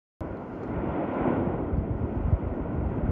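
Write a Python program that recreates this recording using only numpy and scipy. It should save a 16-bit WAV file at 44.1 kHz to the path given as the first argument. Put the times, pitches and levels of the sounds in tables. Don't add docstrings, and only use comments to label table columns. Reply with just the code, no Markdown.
import sys
import numpy as np
from scipy import signal
from scipy.io import wavfile
from scipy.ndimage import uniform_filter1d

SR = 44100
rng = np.random.default_rng(int(sys.argv[2]) if len(sys.argv) > 2 else 0)


def to_wav(s):
    ch = np.atleast_2d(s).T
    pcm = np.round(np.clip(ch, -1, 1) * 32767)
    wavfile.write(sys.argv[1], SR, pcm.astype(np.int16))


N = 137151


# time_s, level_db
HISS_LEVEL = [(.22, -81.5), (.42, -81), (.55, -78.5), (.68, -77), (.78, -85), (1.2, -84.5), (1.5, -87.5),
              (1.85, -89.5), (2.1, -85.5), (2.45, -86.5), (2.8, -88), (3.1, -88)]
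# frequency_hz, density_db
HISS_COLOUR = [(2500, -14), (4300, 1.5), (5500, -2), (7300, -5), (7700, -31), (9200, -25), (9900, -10.5),
               (11000, -6.5), (11800, -12)]
# centre_s, length_s, level_db (at the top of the swell)
RUSTLES = [(0.894, .1, -83.5), (1.98, .04, -83), (2.165, .06, -81), (2.22, 0.045, -86), (2.286, 0.047, -83),
           (2.332, 0.084, -82), (2.49, 0.054, -90), (2.555, .06, -83.5), (2.623, 0.058, -89),
           (2.743, .08, -84), (2.9, .06, -83.5), (2.96, 0.085, -86)]
# start_s, ring_level_db, pitch_hz, decay_60db_s (before the closing taper),
# snap_gain_db (on band-passed noise, against the ring)
TICKS = [(.3695, -68, 4000, .02, -3), (.5357, -74, 4600, .025, 0), (.632, -67, 4220, .025, 3),
         (.632, -70, 5600, .03, -2), (.632, -69, 7100, 0.025, 2), (.883, -79.5, 3850, .027, 1.5),
         (1.1365, -72.5, 4240, .03, 4), (1.77, -74, 4700, .08, -20), (2.855, -81, 4600, .09, -9)]
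# time_s, level_db
RUMBLE_LEVEL = [(.22, -36.5), (.45, -47.5), (.62, -41), (.8, -37), (1.1, -45), (1.4, -38.5), (1.7, -34.5),
                (2.1, -36.5), (2.3, -34), (2.42, -43), (2.6, -37), (2.9, -30), (3.1, -32)]
# frequency_hz, density_db
RUMBLE_COLOUR = [(12, -31.5), (25, -30.5), (40, -3), (52, -8), (90, -3), (140, -8), (200, -8.5),
                 (320, -37.5)]
# peak_s, peak_db, pitch_hz (at the peak)
THUDS = [(0.311, -32.5, 70.6), (0.551, -41, 70), (.70, -33, 75), (.763, -25, 200), (0.777, -22.5, 85),
         (.88, -27, 130), (.905, -29.5, 70), (1.022, -24.5, 270), (1.089, -24, 300), (1.211, -23.5, 290),
         (1.218, -28, 81.6), (1.277, -20, 230), (1.286, -33, 71.7), (1.3065, -16.5, 302),
         (1.335, -23.5, 243), (1.389, -34.5, 90), (1.411, -28, 130), (1.475, -20, 210), (1.53, -31.5, 69),
         (1.546, -24, 150), (1.63, -30.5, 75), (1.737, -21, 70), (1.782, -19, 150), (1.791, -25.5, 60),
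         (1.825, -30, 60), (1.899, -30, 220), (1.915, -20.5, 92), (1.958, -23.5, 80), (2.016, -24, 115),
         (2.043, -23, 100), (2.175, -21, 85), (2.216, -24.5, 70), (2.258, -20, 61.3), (2.284, -19, 140),
         (2.335, -12, 92.7), (2.439, -25, 80), (2.473, -23.5, 78.6), (2.519, -24.5, 66), (2.619, -25.5, 58),
         (2.75, -22, 125), (2.789, -24.5, 90), (2.84, -27, 62), (2.856, -24, 65.4), (2.872, -22, 61.4),
         (2.899, -30.5, 85), (2.977, -22, 260), (3.043, -22, 55), (3.095, -21.5, 95)]
# time_s, body_db, upper_db, rush_db
JET_LEVEL = [(.22, -38.5, -41, -52.5), (.42, -38, -42.5, -54), (.56, -38, -43.5, -52.5),
             (.74, -32, -38.5, -47.5), (.96, -33, -34.5, -45), (1.08, -34, -35, -44.5),
             (1.2, -32, -31, -42.5), (1.3, -28, -30, -41.5), (1.42, -29.5, -36, -46),
             (1.52, -32, -34.5, -48), (1.64, -32.5, -38, -51.5), (1.82, -35.5, -43, -54.5),
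             (2.04, -32, -42, -53.5), (2.18, -36, -41, -52), (2.36, -34, -41, -52.5),
             (2.7, -33.5, -40, -52), (2.86, -35.5, -41, -51.5), (3.1, -35, -39.5, -50)]
# frequency_hz, density_db
JET_BODY_COLOUR = [(60, -22.5), (130, -14), (160, -6.5), (190, -6), (230, 0.5), (300, -1), (400, -4.5),
                   (480, -17), (700, -17.5)]
JET_UPPER_COLOUR = [(300, -26.5), (450, 0.5), (520, 0.5), (680, -1), (760, -4.5), (1030, -6), (1140, -15.5),
                    (1300, -30)]
# frequency_hz, density_db
JET_RUSH_COLOUR = [(950, -18), (1140, -4), (1430, 0.5), (1560, -6), (1690, -15), (1830, -9), (2160, -11),
                   (2700, -18.5), (3400, -28), (4000, -44), (5000, -60)]

TICK_RISE_S = 0.00075
TICK_BLUR_HZ = 249
TICK_HOLD = 0.18
THUD_CYCLES = 0.77
THUD_SAG = 0.52
START_S = 0.207
BASS_HZ, EDGE_HZ = 35.2, 12200


def gain_of(db):
    return 10 ** (np.asarray(db) / 20)


def evened(x):
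    return x / np.sqrt(np.mean(x ** 2) + 1e-20)


def smoothed_twice(x, size, axis=-1):
    once = uniform_filter1d(x, size=size, axis=axis)
    return uniform_filter1d(once, size=size, axis=axis)


def level(table, column=1):
    rows = np.array(table)
    return gain_of(np.interp(np.arange(N) / SR, rows[:, 0], rows[:, column]))


def add(mix, start_s, sound):
    part = mix[round(start_s * SR):][:len(sound)]
    part += sound[:len(part)]


def bandpass(x, order, low_hz, high_hz):
    return signal.sosfilt(signal.butter(order, [low_hz, high_hz], "band", fs=SR, output="sos"), x)


def turbulence(colour, patchy_db, flicker_db, size):
    hop = size // 4
    hz = np.fft.rfftfreq(size, 1 / SR)
    real, imaginary, patches = rng.standard_normal((N // hop + 5, len(hz), 3)).T
    patches = uniform_filter1d(uniform_filter1d(patches, size=8, axis=0), size=8, axis=1)
    patches = evened(patches)
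    colour_hz, colour_db = np.transpose(colour)
    density_db = np.interp(np.log(hz + 1), np.log(colour_hz + 1), colour_db, -90, -90)
    spectrum = (real + 1j * imaginary) * gain_of(density_db[:, None] + patchy_db * patches)
    noise = signal.istft(spectrum, nperseg=size, noverlap=size - hop)[1][:N]
    flutter = evened(smoothed_twice(rng.standard_normal(N), 1500))
    return evened(noise * gain_of(flicker_db * flutter))


def hiss():
    return level(HISS_LEVEL) * turbulence(HISS_COLOUR, patchy_db=1.8, flicker_db=0.6, size=1024)


def rustles():
    swell = np.zeros(N)
    for centre_s, length_s, level_db in RUSTLES:
        add(swell, centre_s - length_s / 2, gain_of(level_db) * np.hanning(round(length_s * SR)))
    flicker = evened(uniform_filter1d(rng.standard_normal(N), size=150))
    crackle = gain_of(3.0 * flicker) * rng.standard_normal(N)
    return swell * evened(bandpass(crackle, 6, 3400, 6900))


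def ticks():
    out, t = np.zeros(N), np.arange(3000) / SR
    noise, wander = rng.standard_normal((len(TICKS), 2, len(t))).transpose(1, 0, 2)
    snaps = bandpass(noise, 8, 3300, 7000)
    taper = np.cos(np.pi * t / t[-1] / 2) ** 2
    for (start_s, ring_db, hz, decay_s, snap_db), snap, drift in zip(TICKS, snaps, wander):
        pitch_hz = hz + TICK_BLUR_HZ * evened(uniform_filter1d(drift, size=60))
        ring = np.sin(2 * np.pi * np.cumsum(pitch_hz) / SR)
        rise = np.minimum(t / TICK_RISE_S, 1)
        decay = gain_of(-60 * np.maximum(t / decay_s - TICK_HOLD, 0))
        add(out, start_s, gain_of(ring_db) * rise * decay * taper * (ring + gain_of(snap_db) * snap))
    return out


def rumble():
    return level(RUMBLE_LEVEL) * turbulence(RUMBLE_COLOUR, patchy_db=1.9, flicker_db=1.5, size=4096)


def thuds():
    out, t = np.zeros(N), np.arange(-2000, 4000) / SR
    for peak_s, peak_db, hz in THUDS:
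        cycles = t * hz
        turns = cycles * np.exp(-THUD_SAG * np.clip(cycles, -2, 2) / 2)
        envelope = np.exp(-(turns / THUD_CYCLES) ** 2 / 2)
        add(out, peak_s + t[0], gain_of(peak_db) * envelope * np.cos(2 * np.pi * turns))
    return out


def jet():
    body = turbulence(JET_BODY_COLOUR, patchy_db=0.97, flicker_db=1.27, size=2048)
    upper = turbulence(JET_UPPER_COLOUR, patchy_db=0.82, flicker_db=-0.17, size=1024)
    rush = turbulence(JET_RUSH_COLOUR, patchy_db=0.75, flicker_db=0.1, size=1024)
    return level(JET_LEVEL, 1) * body + level(JET_LEVEL, 2) * upper + level(JET_LEVEL, 3) * rush


def scene():
    return (hiss() + rustles() + ticks() + rumble() + thuds() + jet())[None]


def record(dry):
    thin = signal.sosfiltfilt(signal.butter(2, BASS_HZ, "high", fs=SR, output="sos"), dry)
    cut = thin * (np.arange(N) >= START_S * SR)
    lowpass = signal.firwin(511, EDGE_HZ, window=("kaiser", 9), fs=SR)
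    return signal.oaconvolve(cut, lowpass[None], "same")


dry = scene()
out = record(dry)
to_wav(out)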